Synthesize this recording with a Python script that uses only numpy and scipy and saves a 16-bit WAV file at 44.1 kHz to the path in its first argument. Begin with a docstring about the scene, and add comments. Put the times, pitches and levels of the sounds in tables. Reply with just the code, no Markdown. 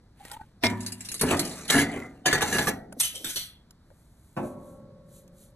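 """Outdoors at a gas grill, close to a phone. Steel tongs squeak and tap on the bars, clang on the firebox and
click, then clatter down buzzing with a plate, which is dragged on the sheet-steel shelf. A shaker is knocked
about there, lifted with clinks and thuds, then shaken over the grate, which takes one dull bump and rings on.
Contacts are short noisy forces ringing sets of decaying modes; salt and rubbing are shaped noise grains;
squeaks are wavering sines, thuds are resonated noise bursts, and the open air is steady coloured noise."""
import sys
import numpy as np
from scipy import signal
from scipy.fft import rfft, irfft, next_fast_len
from scipy.io import wavfile
from scipy.ndimage import uniform_filter1d

SR = 44100
rng = np.random.default_rng(int(sys.argv[2]) if len(sys.argv) > 2 else 0)


def master_out(mix):
    """Clip the mix to full scale and print it as 16-bit PCM to the path in sys.argv[1]."""
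    frames = np.transpose(np.atleast_2d(mix))
    ceiling = np.clip(frames, -1, 1)
    pcm = np.round(ceiling * 32767).astype(np.int16)
    wavfile.write(sys.argv[1], SR, pcm)


N = 244755
TIME = np.arange(N) / SR

# Levels are relative: later stages weight them. peak_s is the fastest moment of a movement, half_s its half length.
# spot_hz is the pitch favoured by the spot struck; hardness_db is the treble's level over the middle's.

# Steel squeaking on the bars: peak_s, pitch_hz, level_db, half_s
SQUEAKS = [(.211, 800, -44.5, 0.0076), (.233, 790, -52, 0.0094), (.268, 832, -58, 0.012),
           (.312, 1417, -53, 0.012), (.322, 850, -44, 0.011), (.346, 850, -41, 0.011),
           (.369, 914, -40, 0.0052), (.402, 830, -41.5, 0.0057), (.415, 856, -37, 0.0038),
           (.421, 1527, -56, 0.017), (.436, 850, -54, 0.0088)]
# The tongs rubbing on what they hold, then arm against arm: peak_s, level_db, half_s
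TONG_RUBS = [(.21, -65, 0.036), (.275, -52, 0.047), (.335, -52, 0.024), (.39, -65.5, 0.096),
             (.86, -51, 0.096), (1.07, -55.5, 0.074)]
# Tong tips tapping the bars: start_s, level_db, hardness_db, chatter_s, spot_hz
BAR_TAPS = [(.2505, -44, -4, .003, 2080), (.315, -42, 5.5, 0.0056, 1800), (.331, -48, 3, 0.0095, 3200),
            (.367, -48.5, -28, 0.0023, 1200), (.411, -48.5, -28, .005, 1550)]
# Tongs against the firebox: start_s, level_db, hardness_db, chatter_s, spot_hz
FIREBOX_CLANGS = [(.636, -22, 0, 0.0072, 700), (.642, -27.5, -1.5, 0.011, 716),
                  (.654, -30, -1.5, 0.0098, 2140), (.667, -37.5, 5.5, 0.0067, 3744),
                  (.699, -41, 3, 0.015, 1800), (.724, -42.5, -19, 0.01, 246.8)]
# Tong tips grinding over the edge of the firebox: peak_s, level_db, half_s
FIREBOX_CRUNCH = [(.652, -24, 0.014), (.668, -36, 0.0055)]
# Arms of the tongs clicking together, steel on steel: start_s, level_db, chatter_s
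TONG_CLICKS = [(.806, -52, 0.0023), (.823, -58, 0.0087), (.863, -43.5, 0.0014), (0.877, -54.5, 0.0055),
               (.921, -46.5, 0.0017), (1.0065, -49.5, .008), (1.049, -54, 0.0082), (1.087, -46.5, 0.0023),
               (1.1173, -42, 0.001), (1.142, -43.5, .001), (1.163, -57, 0.0012), (1.179, -57, .0015),
               (1.194, -45.5, 0.0074), (1.2116, -31.5, 0.0038), (1.369, -48, .002), (1.3938, -34.5, 0.0013),
               (1.450, -48.5, 0.0026), (1.4745, -53, 0.0016), (1.679, -50, 0.0066), (1.703, -40, 0.0025)]
# Arms buzzing on each other and the plate: peak_s, level_db, half_s, free_ring_over_buzz_db
TONG_RATTLE = [(0.87, -52.5, 0.038, -12.5), (1.03, -48.5, 0.053, -14), (1.245, -41.5, 0.027, 0.5),
               (1.31, -50, .04, -1), (1.478, -42, 0.15, -16.5), (1.721, -28.5, 0.02, -4.5),
               (1.753, -32.5, 0.021, 10.5), (1.791, -29, 0.019, 5), (1.829, -36, 0.0075, 3),
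               (1.97, -61.5, 0.054, 2.5), (2.546, -44, 0.021, 18.5)]
# Tongs dropped on the plate, which rocks heavily on the shelf: start_s, level_db, hardness_db, chatter_s, spot_hz
PLATE_DROPS = [(1.212, -33.5, -6.5, .0076, 2200), (1.228, -31, -18, 0.013, 261),
               (1.287, -37, -3.5, 0.0096, 2790), (1.308, -32, -2.5, 0.0088, 1000),
               (1.322, -34.5, -6, 0.004, 1420), (1.338, -34.5, -10, 0.0059, 1900),
               (1.395, -38.5, -10.5, .009, 2100), (1.688, -38, 3, 0.0074, 2000),
               (1.7018, -26, 7, 0.0082, 3900), (1.720, -31.5, 3.5, 0.015, 2140),
               (1.742, -25.5, -16.5, 0.012, 273.5), (1.766, -28, -7, .0051, 694),
               (1.777, -26, -2.5, 0.039, 2070), (1.815, -31, 1.5, 0.0061, 2100),
               (1.968, -48.5, -10, 0.0063, 430)]
# Things pushed along the shelf: peak_s, level_db, hardness_db, half_s
SHELF_SLIDES = [(1.291, -36, -3.5, .025), (1.315, -31.5, -9.5, .033), (1.44, -61, 14.5, .1),
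                (1.644, -51, -1.5, .3), (1.942, -48, -12.5, .068), (2.489, -37.5, 0.5, .05),
                (2.545, -35, -12.5, .028), (2.635, -41.5, -2.5, .035)]
# The rim of the plate singing as it is dragged: peak_s, level_db, half_s
RIM_DRAGS = [(1.90, -51, 0.044), (1.97, -43, .025), (2.03, -46, 0.057)]
# The light shaker knocked about on the shelf: start_s, level_db, hardness_db, chatter_s, spot_hz
SHAKER_KNOCKS = [(2.2585, -20.5, 0, .005, 743), (2.268, -23, 0, .004, 1750), (2.279, -25.5, -3, .007, 2300),
                 (2.296, -36.5, -3, .009, 1100), (2.312, -32.5, 0, .006, 2050),
                 (2.328, -18.5, -3.5, .0035, 1760), (2.336, -28, -2.5, .005, 2080),
                 (2.350, -24.5, -5.5, .007, 1870), (2.378, -33.5, -3.5, .008, 407),
                 (2.4086, -29, -2.5, .002, 4240), (2.418, -22.5, -2, .0084, 790),
                 (2.430, -37.5, -4, .005, 1690), (2.4815, -40, -0.5, .006, 2780),
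                 (2.526, -29.5, 1.5, .007, 2000), (2.545, -34.5, 1.5, .01, 2370),
                 (2.564, -28, -11.5, .005, 1768), (2.583, -24.5, -1.5, .0028, 1800),
                 (2.591, -26.5, -4.5, .0069, 860), (2.609, -32.5, 0.5, .008, 1830),
                 (2.626, -36, -5.5, .01, 1750), (2.671, -25, -4.5, .003, 1154),
                 (2.677, -24.5, -10.5, .006, 810), (2.688, -29.5, -5.5, .006, 524)]
# Salt thrown against the lid by each jolt: peak_s, level_db, half_s
SALT_JOLTS = [(2.59, -36.5, 0.095), (2.686, -27.5, 0.013), (3.007, -18.5, 0.00599), (3.05, -29, 0.031),
              (3.16, -47, 0.074), (3.295, -37.5, 0.044), (3.37, -37.5, 0.025), (3.43, -45.5, 0.053)]
# Hollow thuds as the hand closes round the shaker and carries it: start_s, pitch_hz, level_db, length_s
SHAKER_THUDS = [(2.924, 680, -43, 0.0059), (2.964, 490, -48.5, 0.019), (2.968, 254, -43.5, 0.02),
                (3.004, 590, -55, 0.011), (3.139, 515, -54.5, 0.14), (3.172, 322, -58.5, 0.16),
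                (3.237, 290, -45.5, 0.055), (3.355, 332, -49, 0.026), (3.901, 572, -58, 0.025)]
# Light, dry ticks, the one near 3.9 s a soft, dull touch of the hand: start_s, level_db, hardness_db, chatter_s
DRY_TICKS = [(2.926, -45, 1, 0.0027), (3.709, -59.5, 10, 0.00037), (3.903, -57, -16, 0.011),
             (5.279, -69, 9, 0.0026)]
# The shaker clinking and scuffing as it is lifted: start_s, level_db, hardness_db, chatter_s, spot_hz
SHAKER_SCUFFS = [(3.003, -37, 17.5, .0014, 6540), (3.007, -38, 18, .0027, 10380),
                 (3.030, -38.5, 13.5, 0.016, 2960), (3.052, -43.5, 13, .0095, 8700),
                 (3.147, -48, 14, .007, 3120), (3.245, -38.5, 11, .0025, 8200), (3.258, -42, 2, .012, 2730),
                 (3.289, -44.5, 13, .012, 5300), (3.359, -39, 12, .003, 3870),
                 (3.369, -41.5, 11, 0.0045, 5900), (3.405, -49, 10, .015, 3240)]
# Swings sending the salt down the shaker's length: peak_s, level_db, half_s
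SALT_SWINGS = [(4.0, -71, 0.13), (4.28, -68.5, 0.15), (4.465, -57, 0.058), (4.69, -63.5, 0.085),
               (5.165, -56, 0.056), (5.425, -57, 0.057)]
# A soft bump on the grate, which rocks and settles: start_s, level_db, hardness_db, chatter_s
GRATE_BUMPS = [(4.366, -36, -18, 0.0037), (4.372, -30.5, -21, 0.012), (4.400, -43, -39.5, 0.021),
               (4.428, -45, -44, 0.023)]

# Single modes of each thing: pitch_hz, level_db, t60_s (LOOSE_MODES: tongs lying free on the plate)
BAR_MODES = [(865, 9, 0.055), (1290, 1, 0.045), (1880, 3.5, .05)]
TONG_MODES = [(2810, 2.5, 0.14), (4690, -7, 0.21), (6380, -6.5, .06), (7950, -6.5, .1),
              (10600, -9.5, 0.098), (10500, -4.5, 0.17), (11100, -1.5, 0.097), (11750, -7, .06)]
LOOSE_MODES = [(1692, 9.5, .1), (1713, 6.5, 0.14), (1992, -6, .12), (2210, -8.5, .13), (2770, -7, 0.15),
               (4000, -3, 0.13), (6830, -3, 0.077)]
FIREBOX_MODES = [(104.3, -10, 0.96), (190.5, -4, 1.4), (224, -2.5, 0.73), (264, -11.5, 0.4),
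                 (371, -14.5, 0.85), (398.6, -15.5, .6), (567, -12, 0.4), (663, 4.5, .11), (691, 5, .11),
                 (722, -9.5, .22), (920, 3.5, 0.11), (968, 1.5, 0.42), (1010, -3, 0.23),
                 (1400, -17.5, 0.25), (1759, -15.5, 0.72), (2140, 3.5, 0.12), (2358, -7.5, 0.27),
                 (3460, -16.5, 0.033), (8350, 4, 0.06)]
GRATE_MODES = [(81.8, -3, 4), (128, -16, 20), (188.6, 10, .6), (188, -10, 5), (262.4, 18.5, 0.69),
               (355, 10.5, 0.41), (533, -7, 3.9), (559, -9, 4.3), (564, -6, 4.3), (572, 0.5, 4),
               (590, 11, 1.9), (599, -4.5, 4.4), (610, 18, 0.28), (684, 2, 0.62), (850, -10, 1.36),
               (990, -10.5, .4), (1036, 1.5, 0.49), (1105, -4, 2), (1160, -11, 1.2), (1184, -15, 2.2),
               (1249, -4, 0.51), (1350, -18, 2.1), (1520, -15, 1.1), (1527, 15, 0.055), (1753, 14, 0.06)]
SHELF_MODES = [(114.4, -17, 0.27), (250, -0.5, 0.19), (283, 1, 0.26), (345.6, -13, .18), (376, -4, 0.17),
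               (431.2, -6.5, .2), (790, -8.5, .046), (1150, -11, 0.13)]
PLATE_MODES = [(1125, -9, 0.048), (1400, -8.5, 0.11), (2047, 4.5, 0.05), (2170, -11, 0.075)]
SHAKER_MODES = [(3023, 11, 0.17), (3162, 5.7, .16), (3710, 7, .09), (5890, 10, 0.077), (6300, 13, .08),
                (8550, 20, 0.088), (9790, 9, .07), (10300, 12, .07), (11200, 10, .1)]
# The crowd of weaker modes between them: frequency_hz, density_db_per_hz, t60_s
DRY_BODY = [(100, 8.5, 0.058), (486.4, -14, 0.02), (885, -15.5, 0.0092), (2080, -26, 0.031),
            (4130, -16.5, 0.013), (8810, -11.5, 0.0208), (12960, -14, 0.057)]
TONG_BODY = [(100, 4, 0.33), (300, 0.5, 0.62), (930, -19.5, 0.22), (1810, 0, 0.13), (3017, -6.5, 0.25),
             (4160, 4.5, 0.096), (4940, 3, .14), (5715, 3, 0.12), (10830, 7, 0.16), (12300, -4, .1)]
FIREBOX_BODY = [(50, -11, 1), (131, -7, 0.98), (267, 7, 0.85), (389, -21.5, 0.72), (726, -3, 0.86),
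                (1230, -1.5, 0.53), (2160, -6.5, 0.3), (3020, -11, 0.095), (5700, -15.5, 0.27),
                (9200, -21, 0.17), (13570, -20.5, .15)]
GRATE_BODY = [(45, -17, 1.2), (134.8, 0.5, 7.7), (262, 3.5, 1.17), (400, -9.5, 3.1), (674, -3.5, 0.71),
              (1214, -10, 1.6), (1976, -28, 0.82), (2600, -21.5, 0.53), (3170, -32, 1.1), (5000, -36, 0.62),
              (13060, -40, 0.12)]
SHELF_BODY = [(39.72, -13.5, 0.62), (74.5, -8.5, 0.97), (120, -1, 0.62), (190, -1, 0.77), (277, -3, 1),
              (586, -10, 0.62), (750, -2, 1), (1010, -6.5, 0.27), (1390, -6.5, 0.48), (2030, -8, 0.32),
              (2510, -10.5, 0.19), (4400, -8.5, 0.29), (5200, -16.5, .24), (5870, -8.5, 0.16),
              (10900, -15, 0.051), (12500, -19.5, 0.18)]
SHAKER_BODY = [(101, -1, 0.46), (400, -17.5, .17), (890, -9.5, .16), (2240, -4.5, 0.52), (2780, 0.5, .25),
               (3180, 6, .3), (4260, 6.5, 0.32), (4720, 2.5, .16), (5500, -5, .16), (6040, 8, .19),
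               (6750, 0, 0.23), (8400, 1.5, .25), (9300, 2, .2), (10300, 3, 0.3), (13300, 0, .2),
               (15000, -2.5, .12)]

# Colours of the rubbing, grinding and salt noises: frequency_hz, level_db
RUB_COLOUR = [(400, 0), (850, 4), (1200, -0.5), (2000, 2.5), (4200, -1), (5400, -9), (6500, -6),
              (9000, -3.5), (12000, -9.5), (13500, -4)]
CRUNCH_COLOUR = [(2500, -10.5), (3100, -19), (3500, -7), (4500, -9), (5400, -1), (6000, -13.5), (7500, -33),
                 (8400, -14), (9500, -26), (13000, -27)]
JOLT_COLOUR = [(2000, -29), (3800, -5.5), (4800, -6), (6100, 1.5), (6800, -12.5), (8400, -2.5), (9200, -8),
               (11000, -0.5), (12300, -1.5), (13200, -7)]
SALT_COLOUR = [(1500, -17), (2800, -4), (4000, 4), (5000, -4), (6500, 5.5), (9000, 5.5), (11500, 6.5),
               (13000, 3.5)]
# Colour of the outdoor background: frequency_hz, density_db_per_hz
AIR_COLOUR = [(20, -9.5), (45, 4), (100, 0.5), (200, -3.5), (400, -15.5), (900, -21), (1700, -26),
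              (2800, -36.5), (4000, -29.5), (6000, -37), (12000, -43.5), (15000, -52)]
# How differently the two microphone ports hear: frequency_hz, side_over_mid_db
STEREO_WIDTH = [(60, -27.5), (200, -21), (380, -10.5), (620, -6), (1000, -7), (1700, -19), (2600, 3.5),
                (4000, 1), (4600, 3.5), (5100, 8), (5800, -2), (7000, -5.5), (9000, -16.5), (12000, -2.5)]

BASS_HZ, TREBLE_HZ, TOP_HZ = 500, 2600, 13100  # register edges and the upper limit of the sound
BASS_LOSS = 0.61  # dB of bass lost for each dB of hardness
CLICK_HARDNESS_DB = 15.5
SPOT_DB, SPOT_WIDTH = 10.5, 0.049  # lift of the favoured resonances; its half width over its pitch
STROKE_SHAPE = 1.6  # how a stroke swells and fades: one is a sharp peak, two a round bell
JUDDER_S = 0.008  # spacing of the grip changes of a sliding thing
SQUEAK_RISE_HZ_PER_S, SQUEAK_WOBBLE = 1800, 0.038  # wobble is rms, over the pitch
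THUD_WIDTH = 0.21  # half width of each thud resonator over its pitch
PORT_LAG_S, LEAN = 0.0001, 0.67  # lag setting the phase lead between ports; share of the width it gives


def tongs():
    """The tongs squeak and tap on the bars; their thin steel arms click, buzz, and ring out once let go."""
    bars = response(BAR_MODES, DRY_BODY, modes_db=-16.5, crack_db=-26, crack_s=0.0012, side_db=0, size=8000)
    held = response(TONG_MODES, TONG_BODY, modes_db=-17.5, crack_db=13.5, crack_s=0.013, side_db=5, size=14000)
    free = response(LOOSE_MODES + TONG_MODES, TONG_BODY,
                    modes_db=17, crack_db=9, crack_s=0.0037, side_db=-3, size=14000)
    taps = strike(BAR_TAPS, bars, bass_db=-15.5, chatter_db=6, spread_db=4, graze_s=0.001, colour_db=3)
    hard_clicks = [(s, db, CLICK_HARDNESS_DB, chatter_s) for s, db, chatter_s in TONG_CLICKS]
    clicks = strike(hard_clicks, held, bass_db=7.5, chatter_db=3, spread_db=6, graze_s=0.0005, colour_db=4.5)
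    buzz_strokes = [(s, db, half_s) for s, db, half_s, _ in TONG_RATTLE]
    ring_strokes = [(s, db + ring_db, half_s) for s, db, half_s, ring_db in TONG_RATTLE]
    buzz = rubbed(buzz_strokes, held, spread_db=5.5)
    ringing = rubbed(ring_strokes, free, spread_db=3)
    rub = hiss(TONG_RUBS, RUB_COLOUR, spread_db=3.5, side_db=-1.5)
    return taps + squeaks() + clicks + buzz + ringing + rub


def squeaks(size=6000):
    """Steel sticks and slips in short chirps that waver and rise a little."""
    out = np.zeros((2, N))
    for s, hz, db, half_s in SQUEAKS:
        span = int(s * SR) - size // 2 + np.arange(size)
        wobble = uniform_filter1d(rng.standard_normal(size), size=100)
        pitch = hz * (1 + SQUEAK_WOBBLE * wobble / wobble.std())
        pitch += SQUEAK_RISE_HZ_PER_S * (TIME[span] - s)
        tone = np.sqrt(2) * np.sin(2 * np.pi * np.cumsum(pitch) / SR)
        out[0, span] += undb(db) * stroke(s, half_s)[span] * tone  # mid only
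    return out


def firebox():
    """The struck firebox clangs and hums low; its edge crunches as grains of noise."""
    shell = response(FIREBOX_MODES, FIREBOX_BODY, modes_db=1, crack_db=16, crack_s=0.0032, side_db=2, size=48000)
    clangs = strike(FIREBOX_CLANGS, shell, bass_db=1, chatter_db=5, spread_db=4, graze_s=0.0022, colour_db=3.5)
    return clangs + hiss(FIREBOX_CRUNCH, CRUNCH_COLOUR, spread_db=4.5, side_db=-1)


def grate():
    """A soft bump wakes the bars of the grate, whose close modes ring long and beat against each other."""
    bars = response(GRATE_MODES, GRATE_BODY, modes_db=0, crack_db=18.5, crack_s=0.019, side_db=0.5, size=60000)
    return strike(GRATE_BUMPS, bars, bass_db=-10.5, chatter_db=-5, spread_db=4, graze_s=0.0014, colour_db=1.5)


def shelf():
    """One steel sheet answers drops, slides and knocks; tongs left on it ring along with the knocks."""
    sheet = response(SHELF_MODES, SHELF_BODY, modes_db=-7.5, crack_db=12, crack_s=0.0051, side_db=-4, size=30000)
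    laden = response(SHELF_MODES + LOOSE_MODES, SHELF_BODY,
                     modes_db=-2.5, crack_db=10, crack_s=0.014, side_db=2.5, size=30000)
    drops = strike(PLATE_DROPS, sheet, bass_db=-2.5, chatter_db=10, spread_db=4.5, graze_s=0.002, colour_db=4)
    knocks = strike(SHAKER_KNOCKS, laden, bass_db=-7.5,
                    chatter_db=8, spread_db=5.5, graze_s=0.001, colour_db=3.5)
    return drops + knocks + slide(sheet, bass_db=-1, spread_db=4.5, colour_db=5)


def slide(ring, bass_db, spread_db, colour_db, judder_db=1.5, size=4096):
    """Stick and slip: a stream of tiny contacts drives the shelf, changing colour as the contact travels."""
    stream = np.zeros(N)
    for i in range(0, N - size, size // 2):
        piece = unit(place(grains(size, spread_db), colour_db))
        stream[i:i + size] += np.sqrt(np.hanning(size) * size) * piece
    moments = np.arange(0, TIME[-1], JUDDER_S)
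    grip = undb(judder_db * np.interp(TIME, moments, rng.standard_normal(len(moments))))
    stream *= grip / np.sqrt(np.mean(grip ** 2))
    pushes = sum(np.outer(touch(db, hardness_db, bass_db), stroke(s, half_s))
                 for s, db, hardness_db, half_s in SHELF_SLIDES)
    out = np.zeros((2, N))
    for part, push in zip(registers(ring), pushes):
        out += signal.fftconvolve(np.sqrt(2) * unit(part), (stream * push)[None], axes=-1)[:, :N]
    return out


def plate():
    """The rim of the plate sings briefly as dragging keeps its modes ringing."""
    rim = response(PLATE_MODES, DRY_BODY, modes_db=23, crack_db=-6, crack_s=0.0022, side_db=-6.5, size=8000)
    return rubbed(RIM_DRAGS, rim, spread_db=7)


def shaker():
    """The shaker clinks, ticks and thuds; its salt hisses with each jolt and swing."""
    shell = response(SHAKER_MODES, SHAKER_BODY,
                     modes_db=-3, crack_db=-3.5, crack_s=0.0075, side_db=1.5, size=18000)
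    dull = response(BAR_MODES, DRY_BODY, modes_db=-21.5, crack_db=4, crack_s=0.0017, side_db=4, size=6000)
    scuffs = strike(SHAKER_SCUFFS, shell, bass_db=-3.5,
                    chatter_db=12, spread_db=7, graze_s=0.0012, colour_db=5.5)
    ticks = strike(DRY_TICKS, dull, bass_db=-10, chatter_db=21, spread_db=5.5, graze_s=0.0013, colour_db=5)
    jolts = hiss(SALT_JOLTS, JOLT_COLOUR, spread_db=3, side_db=-7.5)
    swings = hiss(SALT_SWINGS, SALT_COLOUR, spread_db=2, side_db=-25)
    return scuffs + ticks + thuds() + jolts + swings


def thuds(side_db=-4, size=8000):
    """Soft pushes on a hollow body, whose pitch changes with the grip."""
    out, t = np.zeros((2, N)), np.arange(size) / SR
    for s, hz, db, length_s in SHAKER_THUDS:
        push = rng.standard_normal((2, size)) * np.exp(-(t / length_s) ** 2)
        cavity = signal.iirpeak(hz, 1 / (2 * THUD_WIDTH), fs=SR)
        sound = signal.lfilter(*cavity, signal.lfilter(*cavity, push))
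        sound = np.array([unit(row) for row in sound])
        start = int(s * SR)
        out[:, start:start + size] += undb(db) * np.sqrt(length_s * SR) * sound
    return out * undb([[0], [side_db]])


def outdoors(level_db=-57):
    """A low, even rumble of open air, as steady coloured noise."""
    return undb(level_db) * coloured(rng.standard_normal((2, N)), AIR_COLOUR)


def response(modes, body, modes_db, crack_db, crack_s, side_db, size):
    """One sharp tap, as mid and side: a short crack, a crowd of weak modes, and the single modes."""
    t = np.arange(size) / SR
    crowd, noise = 0, rng.standard_normal((2, size))
    centres = np.geomspace(40, 16000, 14)
    for hz, share in zip(centres, np.eye(len(centres))):
        band = shape(noise, lambda f: np.interp(f, centres, share))
        crowd = crowd + band * np.exp(-np.log(1000) * t / along(hz, body, axis=2))
    crack = 1 + undb(crack_db) * np.exp(-t / crack_s)
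    crowd = np.array([evened(row * crack, body) for row in crowd])
    # the side part of each mode is a quarter cycle off its mid part
    phases = rng.uniform(0, 2 * np.pi, (len(modes), 1, 1)) + np.array([[0], [np.pi / 2]])
    lines = sum(undb(db) * np.exp(-np.log(1000) * t / t60) * np.sin(2 * np.pi * hz * t - phase)
                for (hz, db, t60), phase in zip(modes, phases))
    fade = np.minimum(1, 10 * (1 - t / t[-1]))
    return (unit(crowd) + undb(modes_db) * unit(lines)) * fade * undb([[0], [side_db]])


def strike(blows, ring, bass_db, chatter_db, spread_db, graze_s, colour_db, size=7000, lead_size=1400):
    """Each blow is a graze, an impact and a burst of chatter; the hardness of contact sets its registers."""
    out, t = np.zeros((2, 2 * N)), (np.arange(size) - lead_size) / SR
    parts = np.array(registers(ring))
    for s, db, hardness_db, chatter_s, *spot_hz in blows:
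        contact = np.exp(np.where(t < 0, t / graze_s, -(t / chatter_s) ** 2))
        force = undb(chatter_db) * np.sqrt(chatter_s / 0.006) * unit(grains(size, spread_db) * contact)
        force[lead_size] += 1  # the impact
        force = place(force, colour_db, *spot_hz)
        sound = signal.fftconvolve(parts, force[None, None], axes=-1)
        # the loudest short stretch of each register sets its level
        power = np.mean(sound[..., :size] ** 2, axis=1)
        crest = uniform_filter1d(power, size=300).max(axis=1) ** 0.5
        start = int(s * SR) - lead_size
        gains = touch(db, hardness_db, bass_db) / crest
        out[:, start:start + sound.shape[-1]] += np.tensordot(gains, sound, 1)
    return out[:, :N]


def touch(db, hardness_db, bass_db):
    """Bass, middle and treble gains: a hard contact excites more treble and less bass than a soft one."""
    return undb([db + bass_db - BASS_LOSS * hardness_db, db, db + hardness_db])


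def place(x, colour_db, spot_hz=None, count=44):
    """Each point of contact favours some resonances and starves others; long bass waves hardly care."""
    points = np.linspace(0, TOP_HZ, count)
    ripple_db = colour_db * rng.standard_normal(count) * np.minimum(1, points / 1500)

    def gain(hz):
        lift_db = SPOT_DB / (1 + ((hz / spot_hz - 1) / SPOT_WIDTH) ** 2) if spot_hz else 0
        return undb(np.interp(hz, points, ripple_db) + lift_db)
    return shape(x, gain)


def rubbed(strokes, ring, spread_db):
    """A run of tiny uneven contacts keeps a thing ringing for as long as each stroke lasts."""
    force = grains(N, spread_db) * sum(undb(db) * stroke(s, half_s) for s, db, half_s in strokes)
    return signal.fftconvolve(np.sqrt(2) * unit(ring), force[None], axes=-1)[:, :N]


def hiss(strokes, spectrum, spread_db, side_db):
    """Fine grains rubbing in front of the phone, as loud as the strokes that drive them."""
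    sound = coloured(np.array([grains(N, spread_db) for _ in range(2)]), spectrum)
    sound = sound * undb([[1.5], [side_db]])
    return sound * sum(undb(db) * stroke(s, half_s) for s, db, half_s in strokes)


def stroke(s, half_s):
    """A movement gathers speed, peaks at s and slows down again."""
    speed = np.zeros(N)
    near = slice(*np.searchsorted(TIME, [s - 10 * half_s, s + 10 * half_s]))
    speed[near] = np.exp(-np.abs((TIME[near] - s) / half_s) ** STROKE_SHAPE)
    return speed


def grains(size, spread_db):
    """Dense tiny contacts of very uneven strength, as noise whose level jumps every 16 samples."""
    strength = np.minimum(rng.exponential(size=size // 16 + 1), 5)
    strength = np.repeat(strength, 16)[:size]
    x = rng.standard_normal(size) * undb(spread_db * strength)
    return x / x.std()


def registers(x, order=4):
    """Split into bass, middle and treble."""
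    edges = (("low", BASS_HZ), ("band", [BASS_HZ, TREBLE_HZ]), ("high", TREBLE_HZ))
    filters = [signal.butter(order, hz, kind, fs=SR, output="sos") for kind, hz in edges]
    return [signal.sosfilt(sos, x + 1e-18) for sos in filters]


def evened(x, spectrum, width_hz=55):
    """Share the energy of x out along a spectrum, leaving only lumps narrower than width_hz."""
    power = uniform_filter1d(np.abs(rfft(x)) ** 2, size=int(width_hz * len(x) / SR) + 1)
    bins = np.fft.rfftfreq(len(x), 1 / SR)
    return shape(x, lambda hz: undb(along(hz, spectrum)) / np.sqrt(np.interp(hz, bins, np.abs(power)) + 1e-12))


def coloured(x, spectrum):
    """Give x a spectrum and an rms of one."""
    y = shape(x, lambda hz: undb(along(hz, spectrum)))
    return y / y.std()


def shape(x, gain, pad_size=2048):
    """Filter by a gain given as a function of frequency."""
    size = next_fast_len(x.shape[-1] + pad_size, True)
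    return irfft(rfft(x, size) * gain(np.fft.rfftfreq(size, 1 / SR)), size)[..., :x.shape[-1]]


def along(hz, table, axis=1):
    """Read one column of a table on a log-frequency axis."""
    rows = np.array(table, float)
    return np.interp(np.log(hz + 1), np.log(rows[:, 0]), rows[:, axis])


def unit(x):
    """Scale to an energy of one."""
    return x / np.sqrt(np.sum(x ** 2) + 1e-20)


def undb(db):
    """Decibels to gain."""
    return 10 ** (np.asarray(db) / 20)


def lean(hz):
    """Phase lead of one port as a share of the width: left leads below 5 kHz, right in the next 5 kHz."""
    return LEAN * np.tanh(np.pi * np.sin(2 * np.pi * hz * PORT_LAG_S))


def scene():
    """All sources as mid and side, shared out to left and right by frequency."""
    mid, side = tongs() + firebox() + grate() + shelf() + plate() + shaker() + outdoors()
    leaning = shape(mid, lambda hz: 1j * lean(hz))
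    side = leaning + shape(side, lambda hz: np.sqrt(1 - lean(hz) ** 2))
    angle = lambda hz: np.arctan(undb(along(hz, STEREO_WIDTH)))
    mid = shape(mid, lambda hz: np.cos(angle(hz)))
    side = shape(side, lambda hz: np.sin(angle(hz)))
    return np.array([mid + side, mid - side])


def record(dry):
    """The phone cuts the top with a steep low-pass."""
    return signal.sosfilt(signal.ellip(8, 0.3, 70, TOP_HZ, fs=SR, output="sos"), dry)


dry = scene()
out = record(dry)
master_out(out)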